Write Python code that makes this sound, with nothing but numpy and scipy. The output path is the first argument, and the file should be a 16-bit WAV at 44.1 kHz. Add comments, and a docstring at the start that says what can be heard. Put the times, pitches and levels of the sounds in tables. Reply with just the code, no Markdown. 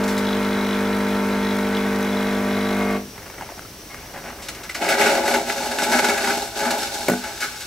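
"""A capsule coffee machine fills a mug, close by in a small, quiet room.
First its mains-driven piston pump buzzes and rattles while coffee pours; near 3 s it cuts out.
Water then simmers and ticks in the heater. From 4.7 s steam drives the last coffee through the
spout in gurgling, hissing spurts. At 7.1 s the brewing chamber vents with one hollow thump,
and a few weak spurts follow."""
import sys
import numpy as np
from scipy import signal
from scipy.fft import rfft, irfft
from scipy.io import wavfile
from scipy.ndimage import uniform_filter1d

SR = 44100
rng = np.random.default_rng(int(sys.argv[2]) if len(sys.argv) > 2 else 0)


def wav_record(signal):
    """Record a signal, one row per channel, as 16-bit PCM in the file named by sys.argv[1]."""
    frames = np.transpose(np.atleast_2d(signal))
    bounded = np.clip(frames, -1, 1)
    # unit amplitude maps onto the largest positive 16-bit level
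    quanta = np.round(bounded * 32767).astype(np.int16)
    wavfile.write(sys.argv[1], SR, quanta)


N = 337806
TIME = np.arange(N) / SR
MAINS_HZ = 49.9955  # also the pump's stroke rate
EMPTYING_S = (4.4, 6.57)  # the capsule runs dry between these times


def undb(db):
    """Decibels to gain."""
    return np.exp(np.asarray(db) * (np.log(10) / 20))


def unit(x):
    """Scale to rms 1."""
    return x / np.sqrt(np.mean(x ** 2) + 1e-18)


def walk(rate):
    """Random levels held 1 / rate s and slewed; rms 1."""
    hold = max(int(SR / rate), 1)
    return unit(uniform_filter1d(rng.standard_normal(N)[np.arange(N) // hold], hold))


def burst(start, decay, rise):
    """Envelope with a quick attack and an exponential decay."""
    age = np.maximum(TIME - start, 0)
    return (1 - np.exp(-age / rise)) * np.exp(-np.minimum(age / decay, 40))


def swell(start, rise, length, fall, sag_db=0):
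    """Envelope that rises, sags by sag_db a second, and releases after its length."""
    age = np.maximum(TIME - start, 0)
    release = np.exp(-np.clip((age - length) / fall, 0, 40))
    return np.minimum(age / rise, 1) * undb(-sag_db * age) * release


def together(envelopes):
    """Joint level of overlapping noisy sounds: their powers add."""
    return np.sqrt(sum(e ** 2 for e in envelopes))


def shape(x, gain_at, size=8192):
    """Minimum-phase EQ from a gain curve: it rings after the blow, never before."""
    hz = np.maximum(np.arange(size // 2 + 1) * SR / size, 1)
    cepstrum = irfft(np.log(gain_at(hz) + 1e-6))
    cepstrum[1:size // 2] *= 2
    cepstrum[size // 2 + 1:] = 0
    impulse = irfft(np.exp(rfft(cepstrum)))
    return signal.fftconvolve(x, impulse)[:len(x)]


def colour(x, points):
    """EQ through (f/Hz, level/dB) points, with steep skirts beyond the ends."""
    f, db = np.transpose(points)
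    skirt = lambda hz: np.minimum(1, np.minimum(hz / f[0], f[-1] / hz)) ** 4
    return shape(x, lambda hz: undb(np.interp(np.log(hz), np.log(f), db)) * skirt(hz))


def ringing(modes, hz):
    """Gain of (f/Hz, width/Hz, level/dB) resonances; neighbours cancel in the valleys."""
    return np.abs(sum(undb(db) / (1 + 2j * (hz - f) / width) for f, width, db in modes))


def resonate(x, modes, low_hz, high_hz):
    """Ring a body that radiates between two edges; white noise keeps its level."""
    rolloff = lambda hz: np.sqrt((1 + (low_hz / hz) ** 12) * (1 + (hz / high_hz) ** 12))
    return shape(x, lambda hz: unit(ringing(modes, hz) / rolloff(hz)))


def pops(rate, spread_db):
    """Crackle: random clicks of uneven size; rms 1."""
    size = undb(spread_db * np.minimum(rng.exponential(size=N), 4))
    return unit((rng.random(N) < rate / SR) * size * rng.choice([-1, 1], N))


def bubbles(rate, low_hz, high_hz, cycles, spread_db):
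    """Small air bubbles, each a short ring that rises a little in pitch; rms 1."""
    out, age = np.zeros(N + 2048), TIME[:2048]
    for when, pitch, size in rng.random((int(rate * N / SR), 3)):
        hz, at = low_hz * (high_hz / low_hz) ** pitch, int(when * N)
        life = age * hz / cycles
        chirp = 1 + .03 * np.minimum(life, 4)
        ring = np.sin(2 * np.pi * hz * age * chirp) * np.exp(-life)
        out[at:at + len(age)] += ring * undb(-spread_db * np.log(.03 + size))
    return unit(out[:N])


# EQ of the room bed: f/Hz, level/dB
ROOM_EQ = [(25, -14), (59, -6), (107, -8.5), (200, -13.5), (582, -14), (970, -17.5), (3530, -22),
           (5400, -20.5), (6400, -22), (6920, -26), (15500, -25.5)]

def room_tone(level_db=-41.5):
    """Faint rumble and hiss of the still room."""
    return unit(colour(rng.standard_normal(N), ROOM_EQ)) * undb(level_db)


# EQ of the reflected sound: f/Hz, level/dB
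REVERB_EQ = [(60, -23), (200, -25), (350, -18), (700, -13), (1400, -10), (2800, -6.5), (5600, -5.5),
             (16000, -7)]

def reflections(x, t60=0.27):
    """Short, bright reverb off the counter and walls."""
    age = TIME[:SR // 2]
    tail = rng.standard_normal(len(age)) * np.exp(-np.log(1000) * age / t60) * (age > .001)
    tail /= np.sqrt(np.sum(tail ** 2))
    return colour(signal.fftconvolve(x, tail)[:N], REVERB_EQ)


def draining(x, modes, low_hz, high_hz):
    """Crossfade a cavity's ring from full to empty as the coffee runs out."""
    full = resonate(x, [(hz, width, db) for hz, width, db, _ in modes], low_hz, high_hz)
    empty = resonate(x, [(hz, width, db) for hz, width, _, db in modes], low_hz, high_hz)
    drained = np.interp(TIME, EMPTYING_S, [0, 1])
    return (1 - drained) * full + drained * empty


# Air modes of mug and capsule: f/Hz, width/Hz, level full/dB, level empty/dB
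MUG_MODES = [(191, 8.9, -5, -13), (245.4, 8.1, 3.5, 4.5), (342, 48, -11, -7), (410.6, 25.6, 3.5, 1),
             (562.7, 16, 8, -1), (618, 23, -1.5, -4), (667, 16, 0, 1), (705, 23, 4, -11),
             (750, 26, 1.5, -8), (807, 23.3, 1.5, 7), (846.3, 14.4, 1.5, 6.5), (920, 28, -8, -5)]

def mug(x):
    """The hollow ring of the mug and capsule."""
    return draining(x, MUG_MODES, 210, 907)


# Modes of the spout's throat: f/Hz, width/Hz, level full/dB, level empty/dB
THROAT_MODES = [(1358, 27, 3.5, 0.5), (1494, 65, 2.5, 6.5), (1631, 180, -0.5, 2.5), (1985, 130, 1.5, -5.5),
                (2186, 102, 2, -0.5), (2520, 43, -3, -6), (2750, 68, -7, -17)]

def throat(x):
    """The higher ring of the spout's throat."""
    return draining(x, THROAT_MODES, 1200, 3400)


def heater_shell(x):
    """The heater's casing muffles the treble; rms 1."""
    return unit(colour(x, [(130, 2.5), (900, 3), (2100, 4.5), (3100, -12), (8000, -13)]))


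# Surges of the boil: t/s, attack/s, length/s, level/dB
BOIL_SURGES = [(3.14, 0.018, 0.31, -39), (3.37, 0.017, 0.036, -36.5), (3.472, .02, 0.05, -39.5),
               (3.557, .01, 0.035, -41.5), (3.87, 0.024, 0.31, -41), (4.132, 0.018, 0.034, -31.5),
               (4.221, 0.027, 0.081, -31.5), (4.334, 0.071, 0.33, -39)]

def simmer(chug_hz=25.1, chug_fade_s=(3.3, 4.5)):
    """Water boils up in surges: the first steam bubbles chug through, then the crackle evens out."""
    crackle = undb(-8) * heater_shell(pops(1500, 3.4))
    crackle += undb(-8.5) * mug(pops(1500, 1.1))
    crackle += undb(-11.5) * throat(pops(1500, 1.7))
    phase = (TIME - BOIL_SURGES[0][0] + .002 * walk(8)) * chug_hz % 1
    chug = unit(np.exp(-phase / .3) + .35)
    tremolo = 1 + (chug - 1) * np.interp(TIME, chug_fade_s, [1, 0])
    boil = together(undb(db) * swell(start, rise, length, fall=.062)
                    for start, rise, length, db in BOIL_SURGES)
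    return (crackle + undb(-10) * bubbles(260, 654, 2770, 1.8, 2.2)) * tremolo * boil


# Ticks in the heater: t/s, level/dB, f/Hz, t60/s
HEATER_TICKS = [(3.41, -18.5, 970, .018), (3.422, -24.5, 766, 0.048), (3.49, -27.5, 934, 0.044),
                (3.52, -29.5, 685, .04), (3.593, -23.5, 1400, 0.01), (3.65, -36, 1310, 0.06),
                (3.9, -40, 2165, 0.49), (3.944, -18, 1970, 0.0023), (4.696, -20.5, 2040, 0.041),
                (4.752, -22.5, 2150, .04)]

def ticks(trim_db=2.5, crack_db=-7.5):
    """Larger bubbles collapse in the heater, each with a crack and a ping."""
    shell = heater_shell(rng.standard_normal(N))
    wobble = walk(250)  # the bubbles change shape as they ring
    out = 0
    for start, db, hz, t60 in HEATER_TICKS:
        tone = np.sin(2 * np.pi * hz * (TIME - start) + wobble)
        ping = .8 * tone * burst(start, t60 / np.log(1000), .00028)
        crack = undb(crack_db) * shell * burst(start, .002, .0001)
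        out += undb(db + trim_db) * (ping + crack)
    return out


def heater_bed(rumble_db=-47, whistle_db=-52.5):
    """Water rumbles until it turns to steam; a leak sings faintly throughout."""
    rumble = unit(colour(rng.standard_normal(N), [(70, .5), (400, 1), (600, -11.5)]))
    rumble *= np.interp(TIME, EMPTYING_S, [1, 0])
    whistle = resonate(rng.standard_normal(N), [(5745, 75, 0), (5610, 110, -9)], 5000, 6500)
    return undb(rumble_db) * rumble + undb(whistle_db) * whistle


def each_cycle(start, decay):
    """Envelope retriggered once in every pump cycle; rms 1."""
    return unit(np.exp(-((TIME - start) * MAINS_HZ % 1) / (MAINS_HZ * decay)))


# Ring of the valve: f/Hz, width/Hz, level/dB
VALVE_MODES = [(3080, 180, -10), (3430, 135, -1.5), (3895, 100, 0), (4980, 140, -14)]
# Fits of harder chatter: t/s, length/s, level/dB
VALVE_FITS = [(0.247, .13, -35), (.42, 0.087, -39), (0.51, .11, -38), (0.638, 0.12, -36.5),
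              (0.924, 0.023, -34), (1.0, 0.2, -41.5), (1.423, 0.1, -38), (1.74, 0.033, -34),
              (2.08, .28, -40.5), (2.491, .24, -39)]
VALVE_S = 0.0094  # when in each cycle the valve snaps

def valve(settle_s=2.72, settle_db_per_s=38):
    """The valve snaps between strokes, chattering unevenly until full pressure calms it."""
    cycle = np.floor((TIME - VALVE_S + 5e-5 * walk(50)) * MAINS_HZ)
    clicks = unit(np.diff(cycle, prepend=-1))
    snap = unit(.8 * clicks + rng.standard_normal(N) * (each_cycle(VALVE_S, .0035) + .3))
    fits = [undb(db) * swell(start, .0053, length, fall=.01) for start, length, db in VALVE_FITS]
    chatter = together(fits + [undb(-43.5 + 2 * walk(14))])
    settling = undb(-settle_db_per_s * np.maximum(TIME - settle_s, 0))
    return resonate(snap, VALVE_MODES, 2660, 6400) * chatter * settling


# Pump hum as the casing radiates it: harmonic, level/dB
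HUM_HARMONICS = [(1, -21.5), (2, -17), (3, -24.5), (4, 1), (5, -3), (6, -24.5), (7, -9.5), (8, -11.5),
                 (9, -4.5), (10, -25), (11, -25), (12, -11), (13, -18), (14, -24), (15, -25.5), (16, -16.5),
                 (17, -20.5), (18, -14), (19, -17.5), (20, -18), (21, -25.5), (22, -20), (23, -22.5),
                 (24, -23.5), (25, -22), (26, -23), (27, -14), (28, -21), (29, -27), (30, -17)]
# Shift in tone under pressure: harmonic, change/dB
STRAIN = [(13, 4), (14, 12), (15, 11.5), (18, -11), (21, -18), (23, 12), (24, 1), (27, -7), (43, 9)]
# The piston lands, rebounds and returns: t in the cycle/s, level/dB
PISTON_KNOCKS = [(0.0164, -3), (0.0206, -11.5), (0.025, -4.5)]
# Thin panels that sing along: f/Hz, width/Hz, level/dB
PANEL_MODES = [(1580, 61, 1.5), (1875, 35, 1), (2124, 57, 0), (2440, 61, -6)]

def pump_hum(drive, buzz_db=-33, panel_db=-21, darken=0.65, count=52, strain_s=(1.6, 2.97)):
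    """Piston knocks ring the casing; a weaker stroke lands softly and loses its overtones."""
    orders = np.arange(1, count + 1)
    panels = ringing(PANEL_MODES, orders[len(HUM_HARMONICS):] * MAINS_HZ)
    buzz = np.hypot(undb(buzz_db), undb(panel_db) * panels)  # the panels carry the top overtones
    gains = np.concatenate([undb(np.array(HUM_HARMONICS)[:, 1]), buzz])
    # the knocks set the phases, the casing the levels; the panels scatter the high phases
    knocks = sum(undb(db) * np.exp(-2j * np.pi * MAINS_HZ * orders * at) for at, db in PISTON_KNOCKS)
    response = knocks / np.abs(knocks) * gains / np.sqrt(np.sum(gains ** 2) / 2)
    response *= np.exp(1j * rng.standard_normal(count) * (orders / 22) ** 2)
    # no two strokes share quite the same timing or force
    fundamental = np.exp(2j * np.pi * MAINS_HZ * (TIME + 2.5e-5 * walk(50)))
    wavers = [.7 * walk(2.5) + .9 * walk(40) for _ in range(7)]
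    log_force = np.log(drive / drive.max())
    pressure, strain_db = np.interp(TIME, strain_s, [0, 1]), dict(STRAIN)
    out, partial = 0, 1
    for k, gain in zip(orders, response):
        partial = partial * fundamental
        change_db = min(k / 10, 2) * wavers[k % len(wavers)] + strain_db.get(k, 0) * pressure
        out -= np.real(gain * partial) * undb(change_db) * np.exp(darken * log_force * k / 10)
    return out * drive


# EQ of the loose panels' rattle: f/Hz, level/dB
RATTLE_EQ = [(60, -53), (170, -25), (400, -2), (650, -7.5), (1050, -11), (1550, -6.5), (2200, -8),
             (2800, -15.5), (4500, -21), (7500, -28), (15000, -31)]

def pump(hum_db=-21.5, off_s=2.957, coast_db_per_s=122):
    """The pump hums, shakes its panels, squirts through its valve and pours coffee, then coasts out."""
    running = undb(-np.clip(coast_db_per_s * (TIME - off_s), 0, 120))
    drive = undb(hum_db) * running
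    landing = PISTON_KNOCKS[0][0]
    rattle = unit(colour(pops(9000, 3.5) * each_cycle(landing, .09), RATTLE_EQ))
    panels = resonate(rng.standard_normal(N) * each_cycle(landing, .0078), PANEL_MODES, 1500, 2400)
    chatter = undb(-1.5) * valve() * running ** 2
    squirt = rng.standard_normal(N) * each_cycle(VALVE_S - .0018, .002) * undb(3 * walk(20))
    squirt = unit(colour(squirt, [(4500, -9), (6500, -5), (9000, -7), (15000, -7)]))
    pour = bubbles(260, 482, 2330, 2.5, 3)
    texture = undb(-11) * rattle + undb(-20) * panels + undb(-29) * squirt + undb(-17) * pour
    # loose parts and the stream need a hard stroke, so they fade before the hum
    return pump_hum(drive) + drive * running * texture + chatter


# Pressure shocks: t/s, push/dB, crack/dB, pocket f/Hz, pocket level/dB
VENT_SHOCKS = [(7.082, -25, -13, 2220, -14), (7.084, -27, -21, 580, -7), (7.097, -15.5, -17, 563, -14),
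               (7.118, -22, -21, 302, -15), (7.135, -20.5, -23, 240, -28)]
# Ring of the brewing chamber: f/Hz, level/dB, t60/s
CHAMBER_MODES = [(195.5, -7.5, 0.3), (247, -3.5, 0.34), (343, -11, 0.15), (430, -4.5, 0.18),
                 (550, -4, 0.09), (707, -12.5, 0.24), (1489, -2, 0.11)]

def thump(low_cut_hz=135):
    """The chamber vents in quick shocks: each cracks, frees a ringing steam pocket and shakes it."""
    crack_eq = [(300, 10), (600, 4), (1000, .5), (1500, -1), (2200, -3), (3000, -14.5),
                (8000, -13), (15000, -16)]
    crack = unit(colour(rng.standard_normal(N), crack_eq))
    age = TIME[:SR // 2]
    ring = sum(undb(db) * np.sin(2 * np.pi * hz * age) * np.exp(-np.log(1000) * age / t60)
               for hz, db, t60 in CHAMBER_MODES)
    pushes, out = np.zeros(N), 0
    for start, push_db, crack_db, hz, pocket_db in VENT_SHOCKS:
        pushes[int(start * SR)] = undb(push_db)
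        out += undb(crack_db) * crack * burst(start, .0062, .00062)
        out += undb(pocket_db) * np.sin(2 * np.pi * hz * (TIME - start)) * burst(start, .0037, .0013)
    out += signal.fftconvolve(pushes, ring)[:N]
    # a small housing radiates no deep bass
    return signal.sosfilt(signal.butter(4, low_cut_hz, "high", fs=SR, output="sos"), out)


# EQ of the plain steam jet: f/Hz, level/dB
STEAM_EQ = [(2800, -3), (3160, -6.5), (3700, -1), (5500, -4), (6800, -4), (7900, -4.5), (8700, -9.5),
            (10400, -10.5), (11400, -10.5), (12500, -13), (15500, -19.5)]
# Peaks of the nozzle's bore: f/Hz, width/Hz, level over the jet/dB
NOZZLE_MODES = [(2770, 48, -2), (3660, 48, 3.5), (4390, 150, 2), (4880, 39, 4), (5320, 99, 5),
                (5980, 57, 4), (7920, 130, -1), (11240, 220, 2.5)]

def nozzle(x):
    """Hiss coloured by the steam jet and its narrow bore; rms 1."""
    return unit(shape(colour(x, STEAM_EQ), lambda hz: np.hypot(1, ringing(NOZZLE_MODES, hz))))


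# Single spits: t/s, level/dB, decay/s, hiss offset/dB
SPITS = [(.037, -41, 0.0097, 13.5), (.077, -44.5, 0.039, 14), (0.177, -40.5, 0.014, 12.5),
         (1.958, -43, 0.0034, 17), (4.419, -44, 0.055, 7), (4.484, -24.5, 0.01, 0),
         (4.546, -36.5, .016, -2), (4.633, -32.5, 0.02, -3.5), (4.692, -32, 0.025, -1.5),
         (4.745, -24.5, 0.019, -2.5), (4.885, -23, 0.026, 1.5), (5.007, -17, .018, -8),
         (5.055, -15, 0.015, -13), (5.275, -18.5, 0.02, -6), (5.337, -18.5, 0.019, -9),
         (5.496, -13, 0.0065, -11), (5.576, -24.5, 0.0091, -2), (5.627, -28, 0.014, -7),
         (5.712, -22.5, 0.012, -5), (5.784, -17, 0.015, -6), (5.831, -20.5, 0.016, -1),
         (5.984, -23, 0.01, -4), (6.043, -17.5, 0.015, -3.5), (6.095, -12.5, 0.011, -11),
         (6.176, -17, 0.011, -5), (6.24, -18.5, 0.0094, -6), (6.302, -18, 0.014, -8),
         (6.648, -24, 0.018, -10), (6.705, -21.5, 0.016, 0.5), (6.829, -21, 0.0083, -3),
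         (6.94, -33, 0.015, 8), (7.237, -26, 0.013, -4), (7.403, -28.5, 0.016, 1.5),
         (7.435, -22, 0.014, -8), (7.603, -34, 0.0072, 7.5)]

def spits(rise=0.002045, pop_db=-13, plop_db=-10.5):
    """Drops blown from the spout pop and splutter, ringing throat and mug, with a puff of hiss."""
    splutter, hiss = pops(9000, 2.2), nozzle(rng.standard_normal(N))
    wet, puffs = np.zeros(N), 0
    for start, db, decay, hiss_db in SPITS:
        envelope = undb(db) * burst(start, decay, rise)
        wet += envelope * splutter
        wet[int((start + rise) * SR)] += undb(pop_db) * np.sqrt(np.sum(envelope ** 2))  # the film pops
        puffs += undb(hiss_db) * envelope * hiss
    return throat(wet) + undb(plop_db) * mug(wet) + puffs


# Spurts at the spout: t/s, attack/s, length/s, liquid/dB, spray/dB, steam/dB
SPURTS = [(4.745, .015, 0.024, -32, -38, -39), (4.802, 0.021, 0.029, -20.5, -24, -31.5),
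          (4.869, 0.027, 0.058, -18, -19.5, -26.5), (4.971, 0.027, 0.13, -17.5, -19.5, -25.5),
          (5.105, 0.02, 0.078, -17, -26, -31.5), (5.215, 0.07, 0.13, -19, -25.5, -29.5),
          (5.448, 0.038, 0.32, -26, -31, -31.5), (5.786, 0.02, 0.21, -22, -27, -30),
          (5.905, 0.031, 0.24, -19.5, -22, -26.5), (6.176, 0.042, 0.14, -21.5, -25.5, -29.5),
          (6.333, 0.016, .1, -29, -36, -33.5), (6.547, 0.025, 0.057, -27, -30, -31.5),
          (6.593, 0.041, 0.15, -20, -27, -32), (6.768, 0.018, 0.075, -30.5, -34.5, -30.5),
          (6.911, 0.011, 0.24, -31.5, -37, -33.5), (7.218, 0.011, 0.078, -34, -36, -46),
          (7.4, 0.019, 0.028, -39, -28, -32)]
# Brief clogs: t/s, half-width/s, change/dB
CLOGS = [(4.962, 0.013, -2), (5.44, 0.033, -0.5), (5.548, 0.025, -4), (6.019, 0.015, -4.5),
         (6.51, 0.031, -2)]

def flow(steam_on_s=4.74, fall=0.076):
    """Envelopes of liquid, spray and steam: spurts that lose pressure, over a leak, ducked by clogs."""
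    leak = np.clip((TIME - steam_on_s) / .22, 0, 1)
    dribble = undb(-26.5 - 6 * (TIME - steam_on_s))
    liquid, spray, steam = [leak * dribble], [leak * undb(-41)], [leak * undb(-38.5)]
    for start, rise, length, liquid_db, spray_db, steam_db in SPURTS:
        liquid.append(undb(liquid_db) * swell(start, rise, length, fall, sag_db=2.5))
        spray.append(undb(spray_db) * swell(start, rise, length, fall, sag_db=17))
        steam.append(undb(steam_db) * swell(start, rise, length, fall, sag_db=16.5))
    opening = undb(sum(db * np.exp(-((TIME - at) / width) ** 2) for at, width, db in CLOGS))
    return opening * together(liquid), opening * together(spray), opening * together(steam)


def slugs(rate=70, decay=0.007):
    """Sputter of the jet: it jumps as each slug of coffee clears, then falls back; rms 1."""
    kicks = (rng.random(N) < rate / SR) * rng.exponential(size=N)
    added_power = signal.lfilter([1], [1, -np.exp(-1 / (decay * SR))], kicks)
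    return unit(np.sqrt(1 + added_power))


def spout(liquid_level, spray_level, steam_level):
    """Coffee breaks up in the steam: big bubbles ring the mug, droplets the throat; the jet hisses."""
    jet = slugs()
    gurgle = mug(pops(1400, 1.9) * jet) * liquid_level
    spray = throat(pops(2500, .64) * jet) * spray_level
    steam = nozzle(pops(14000, 2.5) * jet) * steam_level
    return undb(-1.5) * gurgle + undb(-.3) * spray + undb(.7) * steam


def scene(mains_db=-53, right_lag_s=1.2e-5, left_db=0.4):
    """Mid/side mix: the machine stands a little left of centre in a quiet room with mains hum."""
    mains = undb(mains_db) * np.sin(2 * np.pi * MAINS_HZ * TIME)
    levels = flow()
    machine = pump() + simmer() + ticks() + heater_bed() + spout(*levels) + spits() + thump()
    direct = machine + room_tone() + mains
    mid = direct + undb(-5) * reflections(direct)
    # the spray scatters all over the mug, so each side catches different droplets
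    scattered = colour(spout(*levels) + room_tone(), REVERB_EQ)
    side = undb(-3) * reflections(direct) + undb(-1) * scattered
    side += undb(-19) * colour(direct, REVERB_EQ)  # the treble beams to the left
    hz = np.arange(N // 2 + 1) * SR / N
    late_mid = irfft(rfft(mid) * np.exp(-2j * np.pi * right_lag_s * hz), N)
    return np.array([(mid + side) * undb(left_db / 2), (late_mid - side) * undb(-left_db / 2)])


def record(dry, top_hz=15700):
    """A steep high cut on the mix."""
    return signal.sosfilt(signal.ellip(10, .2, 80, top_hz, fs=SR, output="sos"), dry)


dry = scene()
out = record(dry)
wav_record(out)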